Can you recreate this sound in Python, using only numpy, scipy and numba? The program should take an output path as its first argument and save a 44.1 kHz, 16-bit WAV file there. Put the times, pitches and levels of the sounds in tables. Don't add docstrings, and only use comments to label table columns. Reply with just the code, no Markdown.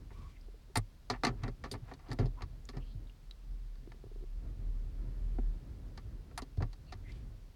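import sys
import numpy as np
from scipy import signal
from scipy.fft import rfft, irfft
from scipy.io import wavfile
from scipy.ndimage import uniform_filter1d
from numba import njit

SR = 44100
rng = np.random.default_rng(int(sys.argv[2]) if len(sys.argv) > 2 else 0)


def wav_out(sig):
    wavfile.write(sys.argv[1], SR, np.round(np.clip(np.atleast_2d(sig).T, -1, 1) * 32767).astype(np.int16))


N = 333108

# t/s, level/dB, panel share/dB, hardness (the plug's share)/dB, base decay/s
CONTACTS = [(0.105, -48, -2.5, -37, 0.062), (0.755, -19, -15, -15, 0.058), (0.771, -25.5, -6, -11, 0.041),
            (1.099, -20.5, -9, -15.5, 0.073), (1.134, -33, -25, -32, 0.078), (1.159, -38, -27, -26, 0.024),
            (1.234, -20.5, -5, -18, 0.091), (1.248, -17, -35, -13.5, 0.039),
            (1.267, -20.5, -8.5, -19, 0.065), (1.288, -51, 10, -26, 0.13),
            (1.434, -30.5, -10, -16.5, 0.033), (1.442, -34, -1.5, -37, 0.095), (1.478, -37, 1.5, -16, .048),
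            (1.638, -30, -8, -19.5, 0.078), (1.713, -43.5, 4.5, 3, 0.055), (1.738, -34, -2, -21, 0.06),
            (1.913, -35.5, -3.5, -29, 0.04), (1.936, -47, -1.5, -8.5, 0.037), (1.991, -49, -18, -22, 0.088),
            (2.084, -48.5, 6, -17, 0.17), (2.103, -41, -9, -18, 0.085), (2.114, -30.5, -9.5, -15, 0.051),
            (2.129, -49.5, 9, 1, 0.018), (2.187, -32, 0.5, -17, 0.07), (2.201, -37.5, 5.5, -24, .12),
            (2.256, -53, 12.5, -3.5, 0.054), (2.407, -38, -12, -36, 0.032), (2.419, -36, -10.5, -15, 0.056),
            (2.688, -42, -7, -8, 0.055), (2.733, -49, 2, -26, 0.17), (2.768, -38, -2.5, -17, 0.043),
            (3.753, -54, -17, -14, 0.027), (3.918, -40, -26, -18, 0.018), (5.384, -50.5, 17.5, -31, 0.021),
            (5.974, -39, -15, -15, 0.054), (6.311, -50.5, 0, -25, 0.036), (6.376, -26, -39, -11.5, 0.038),
            (6.386, -34.5, -15, -30, 0.049), (6.419, -45.5, 2.5, -4.5, 0.047),
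            (6.571, -53.5, 8.5, -7, 0.058), (6.604, -49, 16.5, -24, 0.088), (6.622, -31, -30, -20, 0.04),
            (6.729, -47.5, -16, -6.5, 0.035), (6.922, -37, -11, -14.5, 0.058),
            (7.119, -52, -16, 0.5, 0.014)]
# t/s, level/dB, t60/s
SPRING_SNAPS = [(0.754, -39.5, .04), (0.77, -27, 0.028), (1.714, -47.5, 0.068), (2.131, -52, .02),
                (6.376, -38.5, 0.024), (6.387, -48, .025)]
# f/Hz, width/Hz, level/dB
PANEL_MODES = [(261, 98, -3), (398, 95, -6), (517, 364, -7)]
CONSOLE_MODES = [(844, 216, -4.5), (1430, 530, -11), (1140, 125, -7.5), (1749, 250, -9.5), (1960, 910, -8)]
PLUG_MODES = [(3330, 3000, -6), (4030, 1300, 0), (4380, 460, 0.5), (4880, 700, -3), (6230, 1900, -9.5)]
SPRING_MODES = [(7240, 1800, -8.5), (9080, 1200, -3.5), (9880, 1200, -10), (12200, 4600, -9)]
# t/s, level/dB, f/Hz
PUSHES = [(0.77, -22, 110), (1.107, -33.5, 114), (1.239, -33, 139), (1.29, -29, 126.5), (1.43, -27.5, 115),
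          (1.481, -32.5, 125.6), (1.729, -31.5, 106.6), (1.815, -34.5, 119), (2.104, -29.5, 121),
          (2.195, -19.5, 107.7), (2.23, -22, 130.7), (2.43, -34, 89.4), (2.765, -33.5, 135),
          (2.949, -34.5, 102), (4.05, -41, 110.5), (6.041, -34.5, 94), (6.58, -22, 92),
          (6.619, -25.5, 117.6), (6.949, -40, 97), (7.265, -33, 59.5)]
# t/s, level/dB, f/Hz
PART_TICKS = [(0.412, -57, 4900), (2.654, -48.5, 6840), (3.072, -58, 3720), (3.097, -53, 2840),
              (3.311, -38, 3920)]
# t/s, level/dB
TRIM_TAPS = [(.485, -50.5), (.543, -47.5), (.70, -47), (3.875, -45), (3.945, -52), (3.99, -56), (4.04, -45),
             (4.066, -45), (4.115, -49), (4.16, -49), (4.184, -53), (4.209, -45.5), (4.225, -46.5),
             (4.239, -46.5)]
# start/s, end/s, level/dB, start f/Hz, end f/Hz, width/Hz
RUB_STROKES = [(0.11, 0.36, -68, 1090, 1130, 87), (0.083, 0.45, -77, 2340, 2100, 320),
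               (0.057, 0.39, -76, 2700, 3300, 3100), (1.361, 1.506, -65.5, 1140, 1000, 780),
               (1.818, 1.97, -64, 580, 890, 760), (2.027, 2.12, -64.5, 830, 790, 470),
               (2.359, 2.453, -63, 910, 1250, 210), (2.778, 2.942, -74, 2600, 3500, 500),
               (2.823, 2.96, -77, 4300, 4200, 400), (6.861, 6.927, -73, 2700, 2780, 160),
               (6.86, 6.92, -75, 4350, 4300, 200), (7.03, 7.12, -64, 2000, 2100, 220),
               (7.021, 7.265, -73, 3000, 2000, 1900)]
# t/s, level/dB
DRONE_FADER = [(0, -70), (2.9, -55.5), (3.66, -41.5), (3.91, -54.5), (4.39, -38.5), (5.09, -39),
               (5.47, -33.5), (5.7, -58.5), (7.55, -66)]
RUMBLE_FADER = [(0, -54), (1, -59), (1.4, -50), (2.8, -51.5), (3.4, -57.5), (4.1, -53), (5.25, -45),
                (5.6, -46), (5.9, -48.5), (7.55, -53)]
# f/Hz, relative level/dB
RUMBLE_SPECTRUM = [(19, -39), (32, -2), (48, -0.5), (70, -5), (135, -9.5), (171, -19.5), (247, -19.5),
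                   (708, -38), (828, -41.5), (2000, -49), (2600, -61), (4400, -120)]
HISS_SPECTRUM = [(550, -27), (900, -1), (2300, -2.5), (3000, -2.5), (4600, -1.5), (7000, -9), (11000, -12),
                 (17000, -12.5)]


def clicks():
    hold, grit_db = 1.4, 3
    t = np.arange(SR // 5) / SR
    shake = np.full((4, N + len(t)), 1e-18)
    for start, db, panel_db, hard_db, decay_s in CONTACTS:
        grains = np.minimum(rng.exponential(size=len(t) // 60 + 1), 2.5)
        grit = undb(grit_db * (grains - 2)).repeat(60)[:len(t)]
        grit += 0.72 * np.exp(-t / 0.0019)
        spring_db = -9 + 1.28 * hard_db
        parts = [(panel_db, 1.4), (-6, 1.1), (hard_db, .9), (spring_db, .7)]
        i = int(start * SR)
        for k, (share_db, stretch) in enumerate(parts):
            fade = undb(-60 * (t / (stretch * decay_s)) ** hold) * np.minimum(t / 0.0011, 1)
            shake[k, i:i + len(t)] += undb(db + share_db) * fade * grit * rng.standard_normal(len(t))
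    for start, db, t60 in SPRING_SNAPS:
        i = int(start * SR)
        snap = undb(db - 60 * (t / t60) ** hold) * np.minimum(t / 0.0016, 1)
        shake[3, i:i + len(t)] += snap * rng.standard_normal(len(t))
    modes = (PANEL_MODES, CONSOLE_MODES, PLUG_MODES, SPRING_MODES)
    return sum(ring(x[:N], part) for x, part in zip(shake, modes))


def ring(x, modes):
    out = 0
    for k, (hz, width, db) in enumerate(modes):
        band = bandpass(bandpass(x, hz, 1.26 * width), hz, 1.26 * width)
        makeup = np.sqrt(SR / width / 4)
        out += (-1) ** k * undb(db) * makeup * band
    return out


def thumps(t60=0.17):
    t = np.arange(SR // 2) / SR
    attack = 1 - np.exp(-t / 0.0043)
    out = np.zeros(N + len(t))
    for start, db, hz in PUSHES:
        swing = np.sin(2 * np.pi * hz * t * (1 - 0.64 * t))
        swing += 0.22 * np.sin(2 * np.pi * (1.303 * hz * t + rng.random()))
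        i = int(start * SR)
        out[i:i + len(t)] += undb(db - 60 * t / t60) * attack * swing
    return out[:N]


def jolt(start, db, hz, t60):
    t = np.arange(SR // 8) / SR
    out = np.zeros(N + len(t))
    wobble = 1 + 0.57 * np.sin(2 * np.pi * (0.11 * hz * t + rng.random()))
    i = int(start * SR)
    out[i:i + len(t)] = undb(db - 60 * t / t60) * wobble * np.sin(2 * np.pi * hz * t)
    return out[:N]


def ticks(ring_cycles=53):
    return sum(jolt(start, db, hz, t60=ring_cycles / hz) for start, db, hz in PART_TICKS)


def taps(hz=389):
    return sum(jolt(start, db, hz * rng.normal(1, 0.052), t60=0.04) for start, db in TRIM_TAPS)


def rubs(slip_db=4):
    out = np.zeros(N)
    for start, end, db, start_hz, end_hz, width in RUB_STROKES:
        i, j = int(start * SR), int(end * SR)
        glide = np.linspace(start_hz, end_hz, j - i)
        friction = bandpass(rng.standard_normal(j - i), glide, width)
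        friction = bandpass(friction, glide, 3.9 * width)
        swell = np.hanning(j - i) ** .5 * undb(slip_db * walk(60)[i:j])
        out[i:j] += level(friction * swell, db)
    return out


def cabin(x, t60=0.047, wet_db=-13.5):
    t = np.arange(SR // 4) / SR
    tail = rng.standard_normal(len(t)) * undb(-60 * t / t60) * (t > .002)
    tail = signal.lfilter([.6], [1, -.4], tail)
    tail /= np.sqrt(np.sum(tail ** 2))
    return x + undb(wet_db) * signal.fftconvolve(x, tail)[:N]


def boom(hz=38.5, waver_db=2):
    push_share_db, rise_s, t60 = -6.5, 0.034, 0.3
    t = np.arange(N) / SR
    strength = undb(curve(DRONE_FADER) + waver_db * walk(9))
    for start, db, _ in PUSHES:
        since = np.maximum(t - start, 0)
        strength += undb(db + push_share_db - 60 * since / t60) * (1 - np.exp(-since / rise_s))
    phase = 2 * np.pi * np.cumsum(hz * (1 + .06 * walk(5.5))) / SR
    stir = level(bandpass(rng.standard_normal(N), hz, width=4.54), db=-52.5)
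    return np.sqrt(2) * strength * np.sin(phase) + stir


def outside(bump_db=4):
    fader_db = curve(RUMBLE_FADER)
    rush = level(bandpass(rng.standard_normal(N), hz=800, width=1200), -74.5)
    rush *= undb(2.5 * (fader_db + 45))
    rumble = coloured(RUMBLE_SPECTRUM) * undb(fader_db + bump_db * walk(12))
    return rumble + rush


def hiss(db=-74):
    return coloured(HISS_SPECTRUM) * undb(db)


def undb(db):
    return 10 ** (np.asarray(db) / 20)


def level(x, db):
    return x * undb(db) / np.sqrt(np.mean(x ** 2))


def curve(rows):
    return np.interp(np.arange(N) / SR, *np.transpose(rows))


def walk(rate):
    span = int(SR / rate)
    steps = np.repeat(rng.standard_normal(N // span + 1), span)
    return uniform_filter1d(uniform_filter1d(steps, span), span)[:N]


def coloured(spectrum):
    hz, db = np.transpose(spectrum)
    bins_hz = np.maximum(np.arange(N // 2 + 1) * SR / N, 1)
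    gain = undb(np.interp(np.log(bins_hz), np.log(hz), db))
    return level(irfft(rfft(rng.standard_normal(N)) * gain, N), 0)


@njit
def bandpass(x, hz, width):
    centre = hz * np.ones(len(x))
    out, band_state, low_state = np.empty(len(x)), 0., 0.
    for i in range(len(x)):
        tuning, damping = np.tan(np.pi * centre[i] / SR), width / centre[i]
        band = (band_state + tuning * (x[i] - low_state)) / (1 + tuning * (tuning + damping))
        band_state = 2 * band - band_state
        low_state += 2 * tuning * band
        out[i] = damping * band
    return out


def scene():
    handling = clicks() + ticks() + taps() + rubs()
    return (cabin(handling) + thumps() + boom() + outside() + hiss())[None]


def record(dry):
    return signal.sosfilt(signal.ellip(8, .2, 70, 17200, fs=SR, output="sos"), dry)


dry = scene()
out = record(dry)
wav_out(out)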